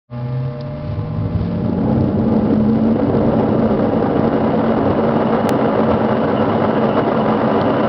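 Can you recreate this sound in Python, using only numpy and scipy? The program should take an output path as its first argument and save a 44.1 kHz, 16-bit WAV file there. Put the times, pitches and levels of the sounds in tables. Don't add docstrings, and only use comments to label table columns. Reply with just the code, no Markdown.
import sys
import numpy as np
from scipy import signal
from scipy.fft import rfft, irfft
from scipy.io import wavfile
from scipy.ndimage import uniform_filter1d

SR = 44100
rng = np.random.default_rng(int(sys.argv[2]) if len(sys.argv) > 2 else 0)


def dump_mix(stems):
    frames = np.atleast_2d(stems).T
    limited = np.clip(frames, -1, 1)
    pcm = np.round(limited * 32767).astype(np.int16)
    wavfile.write(sys.argv[1], SR, pcm)


N = 347508
TIME = np.arange(N) / SR
FREQ = np.maximum(np.arange(N // 2 + 1) * SR / N, 1)


def undb(db):
    return 10 ** (np.asarray(db) / 20)


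def curve(points):
    return np.interp(TIME, *np.transpose(points))


def swells(humps):
    return sum(height * .5 ** np.minimum((2 * (TIME - centre_s) / length_s) ** 2, 60)
               for centre_s, length_s, height in humps)


def unit(x):
    return x / np.sqrt(np.mean(x ** 2))


def steady(x, span_s):
    return x / np.sqrt(uniform_filter1d(x ** 2, int(span_s * SR)) + 1e-12)


def shape(x, gain):
    return irfft(rfft(x) * gain, N)


def noise(gain):
    return unit(shape(rng.standard_normal(N), gain))


def colour(points):
    hz, db = np.transpose(points)
    return undb(np.interp(np.log(FREQ), np.log(hz), db))


def bell(hz, width_hz, at=FREQ):
    return 1 / (1 + (2 * (at - hz) / width_hz) ** 2)


def band(low_hz, high_hz, order=16):
    return ((1 + (low_hz / FREQ) ** order) * (1 + (FREQ / high_hz) ** order)) ** -.5


def walk(rate_hz):
    return noise(np.exp(-(FREQ / rate_hz) ** 2))


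def angle(hz):
    return 2 * np.pi * np.cumsum(hz) / SR


def partials(phase, harmonics, waver_db=2.2):
    out = np.zeros(N)
    for multiple, level_db in harmonics:
        gain = np.sqrt(2) * undb(level_db + waver_db * walk(2.9))
        out += gain * np.sin(round(multiple) * phase + rng.uniform(0, 2 * np.pi))
    return out


def growth(speed_hz, idle_db, full_db, knee_hz, db_per_octave):
    shortfall = undb(db_per_octave * np.log2(knee_hz / speed_hz))
    return np.hypot(undb(idle_db), undb(full_db) / np.hypot(1, shortfall))


def grit(scrape=.7, snap=0.31):
    # start_s, level_db, pitch_hz, t60_s
    grains = [(0.6083, -32, 4280, 0.029), (0.6088, -28.5, 4900, 0.015), (7.614, -20, 3110, 0.012),
              (7.6142, -27.5, 4500, 0.0091)]
    out, rough = np.zeros(N), noise(band(3500, 5500))
    for start_s, level_db, pitch_hz, t60_s in grains:
        age = np.maximum(TIME - start_s, 0)
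        fall = (TIME > start_s) * undb(-60 * np.minimum(age / t60_s, 2))
        rough_tone = np.sin(2 * np.pi * pitch_hz * age) + scrape * rough
        ping = shape(fall * rough_tone, band(.87 * pitch_hz, 1.04 * pitch_hz))
        out += undb(level_db) * (ping + snap * rough * fall ** 4)
    return out


def click(centre_s=5.493, level_db=-5.5, fall_s=0.0007):
    age = TIME - centre_s
    return undb(level_db) * np.sign(age) * np.exp(-np.minimum(np.abs(age) / fall_s, 20))


def edge_whistle(speed_hz, full_speed_db=-43.5, db_per_octave=25.5, flutter_db=2.5):
    # pitch_hz, width_hz, relative_db
    peaks = [(2690, 26, -0.5), (2820, 70, -2), (2918, 85, 2), (3060, 46, -5.5)]
    # centre_s, length_s, lift_db
    chirps = [(5.3, 0.12, 2.5), (6.41, 0.07, 7), (6.93, 0.09, 5), (7.85, 0.14, 3)]
    level_db = full_speed_db + db_per_octave * np.log2(speed_hz / speed_hz[-1]) + swells(chirps)
    tone = noise(sum(undb(db) * bell(hz, width_hz) for hz, width_hz, db in peaks))
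    return steady(tone * undb(flutter_db * walk(40)), span_s=.22) * undb(level_db)


def frame(speed_hz, shake_db=-40.5, shake_speed_hz=207, db_per_octave=37):
    # centre_s, length_s, lift_db
    rings = [(1.89, 0.28, 13), (2.35, 0.22, 7)]
    octaves_away = np.abs(np.log2(speed_hz / shake_speed_hz))
    level_db = shake_db - db_per_octave * octaves_away + swells(rings)
    return undb(level_db) * steady(noise(bell(hz=840, width_hz=60)), span_s=0.091)


def motor(speed_hz, hum_hz=120, buzz_start_hz=119.1, eases_s=1.7, ease_db_per_s=5.5):
    # harmonic, relative_db
    iron = [(2, -37), (3, -54.5), (4, -42), (5, -37), (7, -48.5)]
    # harmonic, relative_db
    bars = [(7, -51), (9, -48.5), (10, -50.5), (11, -62), (13, -62.5), (14, -62), (15, -57.5), (17, -63),
            (18, -60), (20, -65.5), (23, -66)]
    buzz_hz = buzz_start_hz - 0.094 * (speed_hz - speed_hz[0])
    buzz_db = 1.0 - 3.0 * TIME
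    load_db = 0.4 - ease_db_per_s * np.maximum(TIME - eases_s, 0)
    hum = partials(2 * np.pi * hum_hz * TIME, iron)
    buzz = partials(angle(buzz_hz * (1 + 0.0011 * walk(20))), bars)
    return undb(load_db) * (hum + buzz * undb(buzz_db))


def vanes(speed_hz, base_db=-28.5, db_per_octave=3, breaks_s=2.91, fall_s=0.0669, octave_db=-13):
    # pitch_hz, width_hz, lift_db
    resonances = [(125, 5, 3), (130.1, 4, 8.5), (133, 2.4, 7), (175, 13, 3), (220.6, 21, 12)]
    phase = angle(speed_hz * (1 + 0.0046 * walk(25)))
    level_db = base_db + db_per_octave * np.log2(speed_hz / speed_hz[0]) + 1.2 * walk(11.0)
    level_db += sum(db * bell(hz, width_hz, at=speed_hz) for hz, width_hz, db in resonances)
    gain = np.sqrt(2) * undb(level_db) * np.exp(-np.maximum(TIME - breaks_s, 0) / fall_s)
    octave = shape(gain * np.sin(2 * phase), np.sqrt(bell(hz=290, width_hz=14)))
    return gain * np.sin(phase) + undb(octave_db) * octave


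def slaps(width_s=0.00096):
    # centre_s, level_db
    arrivals = [(1.697, -5.5), (2.006, -9.5), (2.5292, -4.5), (3.519, -6), (3.5958, -2), (4.1964, -2.5),
                (4.2798, -5.5), (4.4919, -5.5), (4.5427, -6), (5.1594, -9), (5.166, -11), (5.9535, -13),
                (6.4866, -9)]
    out = np.zeros(N)
    for centre_s, level_db in arrivals:
        spread = np.minimum(((TIME - centre_s) / width_s) ** 2, 100)
        out -= undb(level_db) * (1 - spread) * np.exp(-spread / 2)
    return out


def hiss(speed_hz, bursts, burst_db=1.7):
    # frequency_hz, relative_db
    spectrum = [(600, -6), (1500, 3.5), (2500, 3), (3500, 0.5), (4800, -1), (5400, -7.5), (6000, -16.5)]
    # centre_s, length_s, lift_db
    lifts = [(0.43, 0.12, 2), (0.9, 0.14, 4.5), (1.46, 0.2, 6)]
    spray = unit(noise(colour(spectrum) * band(500, 6000)) * undb(burst_db * bursts))
    gain = growth(speed_hz, idle_db=-51.5, full_db=-45.5, knee_hz=300, db_per_octave=22.5)
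    return gain * undb(swells(lifts)) * spray


def churn(speed_hz, buffet_db=5.5):
    # frequency_hz, relative_db
    turbulence = [(25, -12), (50, -11), (100, -8), (200, -1), (450, -1.5), (700, -2.5), (1100, -6),
                  (1600, -15.5), (2400, -27), (3500, -29.5), (5000, -45.5)]
    # pitch_hz, width_hz, lift_db
    resonances = [(66.5, 7.9, 9), (102.1, 19, 15.5), (131.2, 10, 13.5), (160, 28, 7), (211.5, 21, 9),
                  (225.7, 16, 15), (276.8, 23, 11.5), (309, 35, 5.5), (387.5, 28, 9.5), (468.1, 32, 10.5),
                  (501.8, 24, 6), (560.7, 72, 8.5), (625.3, 20, 7), (687, 12, 8), (802, 8.9, 8.5),
                  (854, 17, 5), (984, 43, 5), (1195, 18, 7.5), (1336, 32, 8.5), (1402, 16, 5.5),
                  (1505, 35, 5.5), (1632, 32, 5.5), (2046, 290, 4.5)]
    # time_s, level_db
    draught = [(0.15, -45), (0.8, -39), (1.2, -30.5), (1.6, -34.5), (2.1, -32), (2.8, -35.5), (3.3, -33),
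               (4.4, -37.5), (5.5, -41.5), (7.85, -42)]
    # centre_s, length_s, level_db
    booms = [(0.95, 0.15, -21.5), (1.22, 0.099, -20), (1.39, 0.09, -18.5), (1.63, 0.097, -25.5),
             (2.01, 0.07, -15.5), (2.22, 0.27, -28), (2.62, 0.079, -25), (3.08, 0.22, -26),
             (4.2, 0.15, -31), (4.88, 0.17, -24), (5.95, 0.13, -22.5), (6.5, 0.41, -28.5),
             (7.27, 0.1, -27.5), (7.62, 0.08, -26)]
    # centre_s, length_s, lift_db
    surges = [(1.89, 0.13, 5.5), (2.35, 0.24, 1.5), (2.78, 0.35, -3.5), (3.25, 0.43, 2), (5.3, 0.34, 0.5),
              (5.85, 0.28, 1), (6.2, 0.16, -1)]
    # low_hz, high_hz, idle_db,
    # full_db, knee_hz, rise_db_per_octave, sag_db_per_octave, burst_db, surge_share, span_s
    eddies = [(120, 181.5, -43, -23.5, 184, 50, 4.0, 0.5, 0.5, 0.2),
              (185, 340, -40, -17, 190, 54, 3.5, 0.7, 0.74, 0.12),
              (330, 567, -47.5, -20, 209, 45, 0.6, 1.5, 0.8, 0.15),
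              (597, 810, -46.5, -21.5, 249.7, 32, 0.1, 2.0, 1.0, 0.15),
              (815, 6000, -45.5, -20.5, 310.5, 26.5, 0.1, 2.3, 0.59, 0.2)]
    casing = colour(turbulence) * undb(sum(db * bell(hz, width_hz) for hz, width_hz, db in resonances))
    bursts = unit(walk(170) + 0.5 * walk(32))

    def ring(low_hz, high_hz, burst_db, span_s):
        flow = rng.standard_normal(N) * undb(burst_db * bursts)
        return steady(shape(flow, casing * band(low_hz, high_hz)), span_s)

    draught_db, surge_db = curve(draught), swells(surges)
    boom_gain = swells([(centre_s, length_s, undb(db)) for centre_s, length_s, db in booms])
    rumble = undb(draught_db) * ring(17, 82, burst_db=2.2, span_s=.7)
    buffet = np.hypot(undb(draught_db + buffet_db), boom_gain) * ring(79, 114, burst_db=1.5, span_s=0.14)
    roar = np.zeros(N)
    for low_hz, high_hz, idle_db, full_db, knee_hz, rise, sag, burst_db, surge_share, span_s in eddies:
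        sag_db = sag * np.maximum(np.log2(speed_hz / knee_hz), 0)
        gain = growth(speed_hz, idle_db, full_db, knee_hz, rise) * undb(surge_share * surge_db - sag_db)
        roar += gain * ring(low_hz, high_hz, burst_db, span_s)
    return rumble + buffet + roar + hiss(speed_hz, bursts)


def scene():
    # time_s, speed_hz
    run_up = [(0.1, 123), (0.38, 130.4), (0.66, 139.9), (1.0, 151.6), (1.55, 175.2), (2.1, 196.3),
              (2.75, 221), (3.0, 227.3), (4.0, 253.4), (5.3, 284), (7.85, 314)]
    speed_hz = curve(run_up)
    fade_in = np.clip((TIME - .074) / .06, 0, 1) ** 3
    mill = motor(speed_hz) + vanes(speed_hz) + frame(speed_hz) + churn(speed_hz) + edge_whistle(speed_hz)
    return (fade_in * (mill + slaps() + grit()))[None]


def record(dry, ceiling=.72, rasp_db=-31.5, mic_stop_hz=6470, top_hz=16400):
    rounded = dry / (1 + (dry / ceiling) ** 6) ** (1 / 6)
    rasp = undb(rasp_db) * noise(band(1200, 5000, order=8)) * (rounded / ceiling) ** 3
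    dull = signal.sosfilt(signal.cheby2(14, 62, mic_stop_hz, fs=SR, output="sos"), rounded + rasp)
    return signal.sosfilt(signal.ellip(8, .2, 70, top_hz, fs=SR, output="sos"), dull + click())


dry = scene()
out = record(dry)
dump_mix(out)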